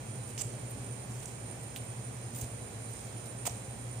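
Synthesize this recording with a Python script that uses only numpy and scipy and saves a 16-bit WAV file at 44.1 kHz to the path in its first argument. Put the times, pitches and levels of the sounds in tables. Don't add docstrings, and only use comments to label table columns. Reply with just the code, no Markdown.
import sys
import numpy as np
from scipy import signal
from scipy.fft import rfft, irfft, next_fast_len
from scipy.io import wavfile
from scipy.ndimage import uniform_filter1d

SR = 44100
rng = np.random.default_rng(int(sys.argv[2]) if len(sys.argv) > 2 else 0)


def store_pcm(level_fs):
    pcm = np.round(np.clip(level_fs, -1, 1) * 32767).astype(np.int16)
    wavfile.write(sys.argv[1], SR, np.atleast_2d(pcm).T)


N = 176400

# f/Hz, level/dB
AIR_SPECTRUM = [(25, -82), (45, -77.5), (65, -71.5), (95, -75), (118, -60.5), (145, -74), (230, -74.5),
                (300, -80), (480, -76.5), (720, -81), (1300, -89.5), (2300, -90), (3300, -96), (4600, -102),
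                (5400, -102.5), (6200, -99.5), (6800, -99.5), (7500, -96.5), (8000, -105), (8500, -101),
                (9000, -100), (10800, -105), (12300, -100), (13100, -105.5), (15000, -103.5)]
# f/Hz, coherence/0-1
AIR_COHERENCE = [(60, 0.84), (130, 1), (290, 0.69), (640, 0.39), (1400, 0)]
# f/Hz, half width/Hz, level/dB
SIZZLE_BANDS = [(9106, 125, 13.5), (9040, 105, 5.5)]
MOTOR_HZ = [59.06, 108.92, 120.02, 131.12]
MOTOR_DB = [-62.5, -53.5, -48.5, -53]
# f/Hz, level/dB
FAN_TONES = [(802.1, -62.5), (2326, -68.5), (2546, -69.5), (3268, -69.5), (3967, -69.5), (4393, -73.5),
             (5157, -74), (6137, -73), (7286, -70), (7801, -72), (9197, -62)]
# t/s, level/dB, f/Hz, t60/s
BASS_PULSES = [(0.379, -46, 101, 0.087), (0.451, -40, 120, 0.22), (1.101, -30, 204, 0.032),
               (2.425, -27.5, 72, 0.089), (3.497, -38, 82.4, 0.15)]
# centre t/s, half length/s, level/dB
HAND_RUBS = [(0.535, 0.1, -82.5), (.82, .14, -84), (1.517, 0.069, -83.5), (2.424, 0.058, -81),
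             (3.173, 0.079, -83.5)]
# f/Hz, level/dB
RUB_SPECTRUM = [(80, -2.5), (200, 4), (550, 3), (1000, -22.5), (3000, -18), (12000, -38)]
# t/s, level/dB, f/Hz
POCKET_POPS = [(3.454, -37, 960), (3.4645, -35.5, 1260), (3.468, -33, 950), (3.4691, -31, 680),
               (3.4762, -23.5, 705)]
# t/s, level/dB, f/Hz, t60/s
FILM_SNAPS = [(.305, -56, 12500, .004), (0.378, -31.5, 2980, 0.0045), (0.3955, -35, 5950, 0.0054),
              (.4175, -31.5, 7400, 0.0045), (.713, -37, 13100, .003), (1.203, -47, 6400, .006),
              (1.233, -41, 14000, .003), (1.2573, -36, 6350, 0.0034), (1.2584, -34.5, 7600, 0.0029),
              (1.2587, -44, 13500, .003), (1.262, -50, 7950, .008), (1.284, -45, 7900, .005),
              (1.635, -44, 13500, .003), (1.7619, -24, 3020, 0.0025), (1.7615, -32, 14500, .003),
              (1.763, -43, 6560, .004), (1.769, -56, 8000, 0.0043), (1.853, -44, 12500, .003),
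              (2.339, -41, 6500, .002), (2.3395, -45, 13000, .002), (2.351, -46, 7200, .004),
              (2.4165, -35, 9900, .003), (2.435, -34, 9800, .003), (2.912, -40, 13500, .003),
              (3.4963, -37.5, 5900, .0035)]
# t/s, length/s, level/dB, swell/dB, treble tilt/(dB/oct),
# wet gap resonance f/Hz, its gain/dB, click rate/(1/s)
TISSUE_PEELS = [(0.276, 0.035, -106, -1.5, -3, 7600, 8, 300),
                (0.377, 0.025, -84, 2.5, -8, 6000, 11.5, 3700), (0.401, 0.0092, -84, 4, -6, 7450, 14, 7100),
                (0.41, 0.012, -76.5, 3.5, -6, 7500, 8, 5000), (0.694, 0.02, -103, 4, 6, 13000, 7, 1500),
                (1.101, 0.22, -106, -2, -7, 6500, 2.5, 290), (1.225, 0.012, -88.5, 3, -13, 2700, 8.5, 2600),
                (1.764, 0.014, -102, -4.5, -1, 3540, 9, 3200), (2.346, 0.019, -91.5, 1.5, -7, 6500, 4, 840),
                (2.349, 0.038, -90.5, 4, 1.5, 14000, 6, 4100),
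                (2.385, 0.023, -98.5, -0.5, 1, 6500, 7, 1000),
                (2.409, 0.009, -88, 3.5, 6.5, 6460, 15, 5700),
                (2.418, 0.0286, -94, 0.5, -5, 6850, 4.5, 1000), (2.893, 0.19, -105, -0.5, -6, 6500, 8, 400),
                (3.256, 0.021, -101, -2, -6, 12000, 2, 500), (3.453, 0.015, -76, 2.5, -4.5, 2460, 4, 11300),
                (3.4654, 0.0065, -74, 1.5, -9, 8200, 7.5, 12000),
                (3.471, 0.0068, -82.5, -3.5, -6, 8150, -5, 10000)]
# f/Hz, level/dB
PEEL_SPECTRUM = [(200, -13), (700, 1), (1500, -12.5), (1950, -1), (2600, -0.5), (3300, -0.5), (4400, -6.5),
                 (4900, -4), (5400, -8.5), (6000, -3), (6700, -5), (7500, -0.5), (9000, -5), (10200, 8.5),
                 (11200, 1), (12600, 4), (15000, 7)]
# f/Hz, level/dB
PORT_RESPONSE = [(120, 0), (280, 3), (480, -2), (720, 0), (1300, 2), (3200, 1), (4600, 7), (6200, 10),
                 (7400, 12.5), (8800, 16), (9200, 14), (9600, 8), (10150, 4), (10700, -8), (11500, -8),
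                 (12200, -1), (15000, 0)]


def undb(db):
    return 10 ** (np.asarray(db) / 20)


def curve(points, f):
    hz, value = np.array(points, float).T
    return np.interp(np.log(f + 1), np.log(hz), value)


def rolloff_db(ratio, order):
    return -10 * np.log10(1 + ratio ** (2 * order))


def colour(x, db_at):
    n = 2 * next_fast_len(x.shape[-1] // 2 + 2048)
    f = np.arange(n // 2 + 1) * SR / n
    cepstrum = irfft(np.log(undb(db_at(f))), n)
    cepstrum[1:n // 2] *= 2
    cepstrum[n // 2 + 1:] = 0
    return irfft(rfft(x, n) * np.exp(rfft(cepstrum)), n)[..., :x.shape[-1]]


def white(shape):
    return rng.standard_normal(shape) * np.sqrt(SR / 2)


def walk(rate_hz):
    hold = int(SR / rate_hz)
    steps = np.repeat(rng.standard_normal(N // hold + 1), hold)
    drift = uniform_filter1d(uniform_filter1d(steps, hold), hold)[:N]
    return drift / drift.std()


def add(out, start_s, x):
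    i = max(int(start_s * SR), 0)
    out[..., i:i + x.shape[-1]] += x[..., :N - i]


def ring(hz, t60_s):
    t = np.arange(SR // 4) / SR
    return np.sin(2 * np.pi * hz * t) * np.exp(-np.log(1000) * t / t60_s)


def ventilation(flicker_db=1.7, flicker_hz=32):
    coherence = lambda f: np.clip(curve(AIR_COHERENCE, f), 0, .995)
    mid = colour(white(N), lambda f: 10 * np.log10((1 + coherence(f)) / 2))
    side = colour(white(N), lambda f: 10 * np.log10((1 - coherence(f)) / 2))
    air = np.array([mid + side, mid - side])
    band_power = lambda f: sum(undb(db) ** 2 / (1 + ((f - hz) / width_hz) ** 2 / 2) ** 2
                               for hz, width_hz, db in SIZZLE_BANDS)
    sizzle = colour(white((2, N)), lambda f: 10 * np.log10(band_power(f)))
    sizzle *= undb(flicker_db * walk(flicker_hz))
    return colour(air + sizzle, lambda f: curve(AIR_SPECTRUM, f))


def motor_hum(waver_db=1.97, in_phase_s=.013):
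    t = np.arange(N) / SR
    hum = np.zeros(N)
    for hz, db in zip(MOTOR_HZ, MOTOR_DB):
        rms = undb(db + waver_db * walk(rate_hz=2.37))
        hum += np.sqrt(2) * rms * np.cos(2 * np.pi * hz * (t - in_phase_s))
    return hum


def fan_whine(gain_db=-3.5, waver_db=3, wander_hz=7):
    out = np.zeros((2, N))
    for channel in out:
        for hz, db in FAN_TONES:
            rms = undb(db + gain_db - curve(PORT_RESPONSE, hz) / 2 + waver_db * walk(rate_hz=28.2))
            phase = 2 * np.pi * np.cumsum(hz + wander_hz * walk(rate_hz=45)) / SR
            channel += np.sqrt(2) * rms * np.sin(phase)
    return out


def kitchen(x, t60_s=.5, predelay_s=.0037):
    t = np.arange(SR // 2) / SR
    tail = rng.standard_normal((2, len(t))) * np.exp(-np.log(1000) * t / t60_s) * (t > predelay_s)
    tail /= np.sqrt(np.sum(tail[0] ** 2))
    tail = colour(tail, lambda f: curve([(7000, -9), (14000, -13)], f))
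    return x + signal.fftconvolve(x, tail, axes=1)[:, :N]


def bass_pulses(rise_s=.0015, cutoff_hz=306):
    out, t = np.zeros(N), np.arange(SR // 4) / SR
    for start_s, db, hz, t60_s in BASS_PULSES:
        add(out, start_s, undb(db) * ring(hz, t60_s) * (1 - np.exp(-t / rise_s)))
    return signal.sosfilt(signal.butter(2, cutoff_hz, fs=SR, output="sos"), out)


def hand_rubbing():
    t = np.arange(N) / SR
    pressure = sum(undb(db) * np.exp(-((t - centre_s) / half_s) ** 2)
                   for centre_s, half_s, db in HAND_RUBS)
    return colour(white(N) * pressure, lambda f: curve(RUB_SPECTRUM, f))


def pocket_pops(t60_s=.02, right_db=-5):
    out = np.zeros(N)
    for start_s, db, hz in POCKET_POPS:
        add(out, start_s, undb(db) * ring(hz, t60_s))
    return np.array([out, out * undb(right_db)])


def film_snaps(fizz_db=-25, fizz_decay_s=.0035):
    out, t = np.zeros((2, N)), np.arange(SR // 20) / SR
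    impulse = t == 0
    for start_s, db, hz, t60_s in FILM_SNAPS:
        droplets = undb(fizz_db) * rng.standard_normal((2, len(t))) * np.exp(-t / fizz_decay_s)
        film = colour(ring(hz, t60_s), lambda f: rolloff_db(.65 * hz / (f + 20), order=3))
        add(out, start_s, undb(db) * signal.fftconvolve(impulse + droplets, film[None], axes=1))
    return out


def tissue_peeling(spread_db=3, split_hz=2400, rise_s=.0015, release_s=.002, tilt_from_hz=6500):
    out, t = np.zeros((2, N)), np.arange(SR // 4) / SR
    shape = (3, len(t))
    for start_s, length_s, db, swell_db, tilt_db_oct, gap_hz, gap_db, clicks_per_s in TISSUE_PEELS:
        hits = rng.random(shape) < clicks_per_s / SR
        clicks = hits * rng.choice([-1, 1], shape) * undb(spread_db * rng.standard_normal(shape))
        shared_lows = colour(clicks[0], lambda f: rolloff_db(f / split_hz, order=1))
        stereo_highs = colour(clicks[1:], lambda f: rolloff_db(split_hz / (f + 20), order=1))
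        crackle = (shared_lows + stereo_highs) / clicks.std() * np.sqrt(SR / 2)
        swell = undb(swell_db * (np.minimum(t / length_s, 1) - 2.5))
        gate = np.minimum(t / rise_s, 1) * np.exp(-np.maximum(t - length_s, 0) / release_s)
        resonance_db = lambda f: gap_db / (1 + ((f / gap_hz - 1) / .3) ** 2)
        treble_db = lambda f: tilt_db_oct * np.log2(np.maximum(f / tilt_from_hz, 1))
        spectrum_db = lambda f: db + curve(PEEL_SPECTRUM, f) + resonance_db(f) + treble_db(f)
        add(out, start_s, colour(crackle * swell * gate, spectrum_db))
    return out


def scene():
    background = ventilation() + motor_hum() + fan_whine()
    handling = tissue_peeling() + film_snaps() + pocket_pops() + hand_rubbing()
    return background + kitchen(handling) + bass_pulses()


def record(dry, low_cut_hz=65, high_cut_hz=15400):
    right = colour(dry[1], lambda f: curve(PORT_RESPONSE, f))
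    ports = colour(np.array([dry[0], right]), lambda f: rolloff_db(low_cut_hz / (f + 10), order=3))
    return signal.sosfilt(signal.ellip(10, .2, 80, high_cut_hz, fs=SR, output="sos"), ports)


dry = scene()
out = record(dry)
store_pcm(out)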